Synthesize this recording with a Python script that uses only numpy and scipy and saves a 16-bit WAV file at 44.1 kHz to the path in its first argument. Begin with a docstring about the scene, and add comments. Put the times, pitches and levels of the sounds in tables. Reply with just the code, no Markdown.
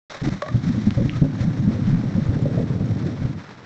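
"""In front of a house, heavy snow slides off a tiled roof and crashes onto the snowbanks.
Friction of the sliding sheet and the patter of falling powder make a hiss, while many small impacts
merge into a rumble. Over it, slabs land with dull, heavily damped thuds and packed lumps knock.
Early on, hard lumps set metal ringing, ice snaps twice and the snow squeaks; faint chirps follow.
The house wall and the banks reflect the blows as short echoes."""
import sys
import numpy as np
from scipy import signal
from scipy.fft import rfft, irfft
from scipy.io import wavfile

SR = 44100
rng = np.random.default_rng(int(sys.argv[2]) if len(sys.argv) > 2 else 0)


def materialize(psi):
    """Save the field psi as 16-bit PCM at rate SR to the path in sys.argv[1].

    A 1-D psi becomes a single channel; in a 2-D psi each row is a channel.
    """
    bounded = np.clip(np.atleast_2d(psi).T, -1, 1)
    quanta = np.round(bounded * 32767).astype(np.int16)
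    wavfile.write(sys.argv[1], SR, quanta)


N = 160965
TIME = np.arange(N) / SR

# spectral shapes of the noises: frequency_hz, relative_density_db
POWDER_SPECTRUM = [(60, 0.5), (150, 14), (550, 4.5), (900, 6), (1700, 4), (2200, -1), (2800, -6.5),
                   (3900, -6.5), (4700, -10.5), (5500, -9.5), (6500, -18.5), (7700, -22), (8500, -45)]
SLIDE_SPECTRUM = [(200, -2), (600, 6), (950, -0.5), (1200, 2.5), (1500, 1.5), (2000, 3), (2800, -9),
                  (3800, -2), (4800, -9.5), (5600, -6.5), (6600, -13), (7700, -20), (8500, -39.5)]
RUBBLE_SPECTRUM = [(150, -12.5), (290, -8), (420, 5), (560, 0.5), (750, -15), (1200, -27.5), (2500, -46.5)]
CLUMP_SPECTRUM = [(25, -36.5), (42, -16.5), (60, -45.5), (80, -5.5), (105, 1), (170, -2.5), (260, -5),
                  (330, -11.5), (410, -30), (560, -30), (800, -32), (1500, -67)]
TICK_SPECTRUM = [(200, -23), (600, 3), (1150, 3.5), (1500, 2.5), (1950, 6.5), (2700, -19), (3800, 0.5),
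                 (4800, -13), (5700, -18), (7600, -18), (8500, -39)]
PUFF_SPECTRUM = [(15, -32.5), (27, 1), (38, -4), (48, -4.5), (60, -23), (120, -26.5), (300, -71.5)]
# envelopes of the continuous streams of snow: time_s, level_db
POWDER_LEVELS = [(.1,-50.5), (1.8,-42), (3.33,-45), (3.42,-42), (3.65,-46.5)]
SLIDE_LEVELS = [(.1, -38.5), (.18, -43), (.21, -42.5), (.26, -37), (.33, -41), (.4, -45.5), (.56, -45),
                (.68, -42), (.8, -42), (.95, -43.5), (1.17, -43), (1.3, -48), (1.41, -39), (1.48, -47),
                (2.1, -48.5), (2.6, -49), (3.2, -47.5), (3.65, -57)]
RUBBLE_LEVELS = [(.1, -71), (1.3, -50.5), (2.2, -45.5), (2.35, -37), (2.6, -36), (2.67, -48), (2.75, -35),
                 (3.0, -43), (3.11, -36.5), (3.17, -47), (3.28, -43.5), (3.4, -58), (3.65, -58)]
CLUMP_LEVELS = [(.2,-52), (.235,-22.5), (.33,-26.5), (.41,-48.5), (.53,-27), (1.68,-25), (2.9,-24),
                (3.32,-28), (3.46,-46)]
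# brief dips of the hiss under heavy blows: time_s
HISS_DIPS = [.231, .297, 1.015, 1.234, 1.954]
# faint falling chirps: start_s, initial_pitch_hz
CHIRP_ONSETS = [(1.357,6850), (1.598,6740), (1.633,6800), (2.263,6900), (2.417,7260), (2.855,6760)]
# ice fractures: start_s, gain_db, low_edge_hz, high_edge_hz, relative_spray_db
ICE_FRACTURES = [(.907, -1, 650, 3900, -46), (1.095, 6, 1800, 3200, -43)]
# hard lumps striking metal: start_s, impulse_db, contact_s, tick_db
METAL_IMPACTS = [(.1472,-34.5,0.00036,-31), (.4222,-16.5,0.0011,-21.5), (.461,-29,0.00064,-56),
                 (.485,-28,0.000084,-32.5)]
# modes of the metal: frequency_hz, gain_db, t60_s, bend_share
METAL_MODES = [(560, 2, 0.11, 0.915), (1142, -1.5, .11, .15), (1800, -0.5, 0.044, 0.083),
               (3720, -30, .024, 0.044)]
# upward pitch bend, of which each mode takes its share: time_s, rise_fraction
METAL_BEND = [(.43, 0.0028), (.466, 0.25), (.484, 0.033), (.497, 0.068)]
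# packed lumps striking the steps and balcony: start_s, level_db, pitch_hz, length_s
LUMP_IMPACTS = [(0.972,-25.5,530,0.042), (1.42,-34,545,0.027), (2.159,-31.5,530,0.049),
                (2.453,-21,560,0.019), (2.575,-24.5,590,0.014), (3.059,-21.5,350,0.019)]
# air displaced by a slab, relative to its impact: time_s, gain_db
PUFF_GAINS = [(.3,-12), (.55,-18.5)]
# slabs landing: start_s, impact_db, pitch_hz, length_s, packing_db
SLAB_IMPACTS = [(.214, -21, 127.6, 0.034, -38.5), (.252, -15, 146.7, 0.024, -48),
                (.268, -16.5, 279.4, 0.024, -48), (.272, -19, 109.7, 0.035, -49),
                (.318, -24.5, 198.2, 0.04, -59), (.539, -10.5, 116, 0.034, -39),
                (.549, -23.5, 240.4, 0.013, -50), (.632, -21, 152, .03, -54), (.664, -12, 184, 0.032, -57),
                (.692, -12.5, 224, .017, -50), (.743, -18.5, 122.6, 0.043, -35),
                (.773, -17.5, 232.4, 0.03, -49), (.838, -20, 121, 0.029, -59),
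                (.866, -5.5, 180.5, 0.023, -47), (.968, -16, 125, 0.044, -32.5),
                (.998, -13.5, 203, 0.032, -35), (1.007, -21.5, 313, 0.017, -47),
                (1.045, -14.5, 142, 0.026, -37), (1.049, -20.5, 294, .02, -55),
                (1.118, -17.5, 163, 0.018, -55), (1.15, -19, 126.4, 0.047, -58),
                (1.213, -9, 149, 0.029, -31.5), (1.218, -15, 259, 0.033, -47),
                (1.243, -22.5, 186, 0.023, -26.5), (1.403, -12.5, 121.2, 0.027, -42),
                (1.44, -19.5, 229.5, 0.028, -39.5), (1.468, -12.5, 163.7, 0.031, -37),
                (1.583, -14.5, 126, 0.039, -48), (1.62, -18.5, 181.5, 0.068, -47),
                (1.673, -8.5, 181.7, .023, -33), (1.705, -20.5, 210, 0.025, -30.5),
                (1.742, -20.5, 102, 0.04, -30.5), (1.787, -17, 210, 0.017, -28),
                (1.815, -18, 124, 0.047, -57), (1.869, -12, 208.5, 0.026, -57),
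                (1.89, -13.5, 140.5, 0.033, -45), (1.922, -12, 154.7, 0.044, -54),
                (2.033, -21, 215.4, 0.033, -28.5), (2.095, -30, 149.3, 0.036, -46),
                (2.146, -15, 161, 0.033, -38), (2.176, -12, 184.4, 0.019, -38),
                (2.215, -19.5, 163, .02, -48), (2.255, -18.5, 146, .022, -45),
                (2.287, -12, 110.5, 0.031, -46), (2.357, -12, 118, .028, -35),
                (2.385, -13, 150, 0.014, -43), (2.417, -12, 143, 0.02, -36), (2.453, -16, 138, 0.023, -27),
                (2.53, -19.5, 151, 0.035, -39), (2.568, -16.5, 121.5, 0.034, -25.5),
                (2.594, -17, 210, 0.029, -24), (2.626, -17.5, 180, 0.014, -43),
                (2.698, -16, 133, 0.032, -28.5), (2.8, -17, 181, 0.023, -36),
                (2.836, -16, 128.5, 0.022, -39.5), (2.896, -14, 127, 0.024, -29.5),
                (2.962, -29.5, 172, 0.03, -51.5), (3.022, -18.5, 134.7, 0.035, -44.5),
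                (3.056, -19, 170, 0.014, -31.5), (3.213, -20.5, 153, 0.03, -35.5),
                (3.246, -15, 119.5, 0.023, -45.5), (3.345, -25, 175, 0.039, -50)]
# reflections from the house and banks: delay_s, gain_db
REFLECTIONS = [(.023, -23), (.041, -14.5), (0.068, -24)]


def from_db(db):
    """Amplitude ratio: tenfold for every 20 decibels."""
    return 10 ** (np.asarray(db) / 20)


def rms_one(x):
    """Normalisation to unit rms."""
    return x / np.sqrt(np.mean(x ** 2) + 1e-20)


def level(curve):
    """Amplitude envelope, interpolated in decibels between (time_s, level_db) points."""
    return from_db(np.interp(TIME, *np.transpose(curve)))


def drift(rate_hz):
    """Low-pass filtered noise: a smooth random wander of unit rms."""
    step, settle = 40, 2000
    pole = np.exp(-2 * np.pi * rate_hz * step / SR)
    noise = rng.standard_normal(N // step + settle + 2)
    slow = signal.lfilter([1], [1, -2 * pole, pole * pole], noise)[settle:]
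    return np.interp(np.arange(N) / step, np.arange(len(slow)), rms_one(slow))


def coloured(x, spectrum):
    """Minimum-phase filtering to a given spectral shape, at unit rms."""
    size = 8192
    hz, db = np.transpose(spectrum)
    grid_hz = np.maximum(np.arange(size // 2 + 1) * SR / size, 1)
    cepstrum = irfft(np.log(from_db(np.interp(np.log(grid_hz), np.log(hz), db))))
    cepstrum[1:size // 2] *= 2  # folding the cepstrum makes the filter causal
    cepstrum[size // 2 + 1:] = 0
    response = irfft(np.exp(rfft(cepstrum)))
    return rms_one(signal.fftconvolve(x, response)[:N])


def grains(per_s, spread_db):
    """Shot noise: independent random impulses, many small and a few large."""
    sizes = from_db(spread_db * np.minimum(rng.exponential(1, N), 4))
    return (rng.random(N) < per_s / SR) * sizes * rng.choice([-1, 1], N)


def blow(start_s, attack_s, length_s):
    """Transient envelope: a sine-squared rise and a Gaussian decay."""
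    out = np.zeros(N)
    live = slice(*np.searchsorted(TIME, [start_s, start_s + 4 * length_s]))
    age = TIME[live] - start_s
    rise = np.sin(np.pi / 2 * np.minimum(age / attack_s, 1)) ** 2
    out[live] = rise * np.exp(-(age / length_s) ** 2)
    return out


def ring(force, hz, t60_s):
    """Damped resonator of variable frequency: a unit impulse starts a sine of unit amplitude."""
    decay = from_db(-60 / (t60_s * SR))
    phasor = np.exp(2j * np.pi * np.cumsum(hz) / SR)
    return np.imag(phasor * signal.lfilter([1], [1, -decay], (force + 1e-18) / phasor))


def powder():
    """Shot noise: loose crumbs land so densely that their patter merges into flurries of hiss."""
    patter = coloured(grains(per_s=6000, spread_db=3.5), POWDER_SPECTRUM)
    flutter_db = 2.3 * drift(rate_hz=26)
    return level(POWDER_LEVELS) * from_db(flutter_db) * patter


def sliding_sheet():
    """Sliding friction: icy grains scrape over the tiles in an uneven rush."""
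    rush = coloured(grains(per_s=9000, spread_db=2), SLIDE_SPECTRUM)
    flutter_db = 2.5 * drift(rate_hz=29)
    return level(SLIDE_LEVELS) * from_db(flutter_db) * rush


def rubble():
    """Granular flow: fragments collide with the packed heap, higher in pitch than the clumps."""
    return level(RUBBLE_LEVELS) * coloured(grains(per_s=700, spread_db=3.5), RUBBLE_SPECTRUM)


def clumps():
    """Incoherent summation: soft impacts of small lumps on the banks add up to a rumble."""
    return level(CLUMP_LEVELS) * coloured(grains(per_s=500, spread_db=2), CLUMP_SPECTRUM)


def chirps(level_db=-50, length_s=0.008, fall_hz_per_s=42000):
    """Linear frequency sweeps: thin, high tones slide down for a few milliseconds."""
    out = np.zeros(N)
    for start_s, hz in CHIRP_ONSETS:
        age = TIME - start_s
        cycles = (hz - fall_hz_per_s * age / 2) * age
        out += blow(start_s, length_s / 2, length_s) * np.sin(2 * np.pi * cycles)
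    return from_db(level_db) * out


def squeak(start_s=1.118, level_db=-37, length_s=0.042, pitch_hz=1300, fall_hz_per_s=800):
    """Stick-slip friction: snow on the roof gives a brief tone of unsteady, sinking pitch."""
    hz = (pitch_hz - fall_hz_per_s * (TIME - start_s)) * (1 + 0.035 * drift(rate_hz=190))
    tone = np.sin(2 * np.pi * np.cumsum(hz) / SR)
    return from_db(level_db) * blow(start_s, length_s / 2, length_s) * tone


def ice_snaps():
    """Brittle fracture: ice releases its stress in one click and a short spray of splinters."""
    out = np.zeros(N)
    for start_s, db, low_hz, high_hz, spray_db in ICE_FRACTURES:
        crack = from_db(spray_db) * blow(start_s, 1 / SR, length_s=0.03) * rng.standard_normal(N)
        crack[int(start_s * SR)] += 1  # the click ahead of the spray
        band = signal.butter(3, [low_hz, high_hz], "band", fs=SR, output="sos")
        out += from_db(db) * signal.sosfilt(band, crack + 1e-18)
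    return out


def metal_clanks(low_cut_hz=430, tick_lead_s=0.0023):
    """Modal vibration: hard lumps tick on a gutter or rail; briefer contact excites higher modes."""
    force, ticks, modes = np.zeros((3, N))
    for start_s, db, contact_s, tick_db in METAL_IMPACTS:
        contact = blow(start_s, contact_s / 2, contact_s / 2)
        force += from_db(db) * contact / contact.sum()
        ticks += from_db(tick_db) * blow(start_s - tick_lead_s, contact_s, length_s=0.0056)
    bend = np.interp(TIME, *np.transpose(METAL_BEND))
    for hz, db, t60_s, share in METAL_MODES:
        bent_hz = hz * (1 + share * bend + 0.036 * drift(rate_hz=70))
        modes += from_db(db) * ring(force, bent_hz, t60_s)
    low_cut = signal.butter(3, low_cut_hz, "high", fs=SR, output="sos")
    return signal.sosfilt(low_cut, modes) + ticks * coloured(rng.standard_normal(N), TICK_SPECTRUM)


def knocks(attack_s=0.004):
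    """Damped vibration: packed lumps draw short, hollow tones from the steps and balcony."""
    unsteady_time = np.cumsum(1 + 0.062 * drift(rate_hz=120)) / SR
    return sum(from_db(db) * blow(start_s, attack_s, length_s) * np.sin(2 * np.pi * hz * unsteady_time)
               for start_s, db, hz, length_s in LUMP_IMPACTS)


def slabs(thud_gain_db=2, breakup_gain_db=-10.5, crunch_gain_db=-2.5):
    """Inelastic impact: each slab thuds, breaks up, compacts the bank and displaces a puff of air."""
    unsteady_time = np.cumsum(1 + 0.11 * drift(rate_hz=60)) / SR
    thuds, impacts, packing = np.zeros((3, N))
    for start_s, db, hz, length_s, packing_db in SLAB_IMPACTS:
        impact = from_db(db) * blow(start_s, attack_s=0.0076, length_s=length_s)
        age = unsteady_time - np.interp(start_s, TIME, unsteady_time)
        thuds += impact * np.sin(2 * np.pi * hz * age)
        impacts += impact
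        packing += from_db(packing_db) * blow(start_s, attack_s=0.0051, length_s=length_s)
    breakup = from_db(breakup_gain_db) * impacts * coloured(rng.standard_normal(N), CLUMP_SPECTRUM)
    crunch = from_db(crunch_gain_db) * packing * coloured(rng.standard_normal(N), RUBBLE_SPECTRUM)
    puff = level(PUFF_GAINS) * impacts * coloured(rng.standard_normal(N), PUFF_SPECTRUM)
    return from_db(thud_gain_db) * thuds + breakup + crunch + puff


def scene(dip_width_s=0.0031):
    """Superposition: all sources add, and the blows return as delayed, weaker reflections."""
    hits = slabs() + knocks() + metal_clanks() + ice_snaps() + squeak()
    echoes = sum(from_db(db) * np.interp(TIME - delay_s, TIME, hits) for delay_s, db in REFLECTIONS)
    dips = sum(np.exp(-((TIME - time_s) / dip_width_s) ** 2) for time_s in HISS_DIPS)
    hiss = (sliding_sheet() + powder()) * (1 - dips)
    return (hits + echoes + clumps() + rubble() + hiss + chirps())[None]


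def record(dry, start_s=0.097, cutoff_hz=8500):
    """Saturation and band limiting: after an abrupt onset, peaks are rounded and the top is cut."""
    gate = np.clip((TIME - start_s) / 0.002, 0, 1)
    rounded = 0.9 * np.tanh(gate * dry / 0.93)
    low_pass = signal.ellip(10, 0.3, 80, cutoff_hz, fs=SR, output="sos")
    return signal.sosfilt(low_pass, rounded)


dry = scene()
out = record(dry)
materialize(out)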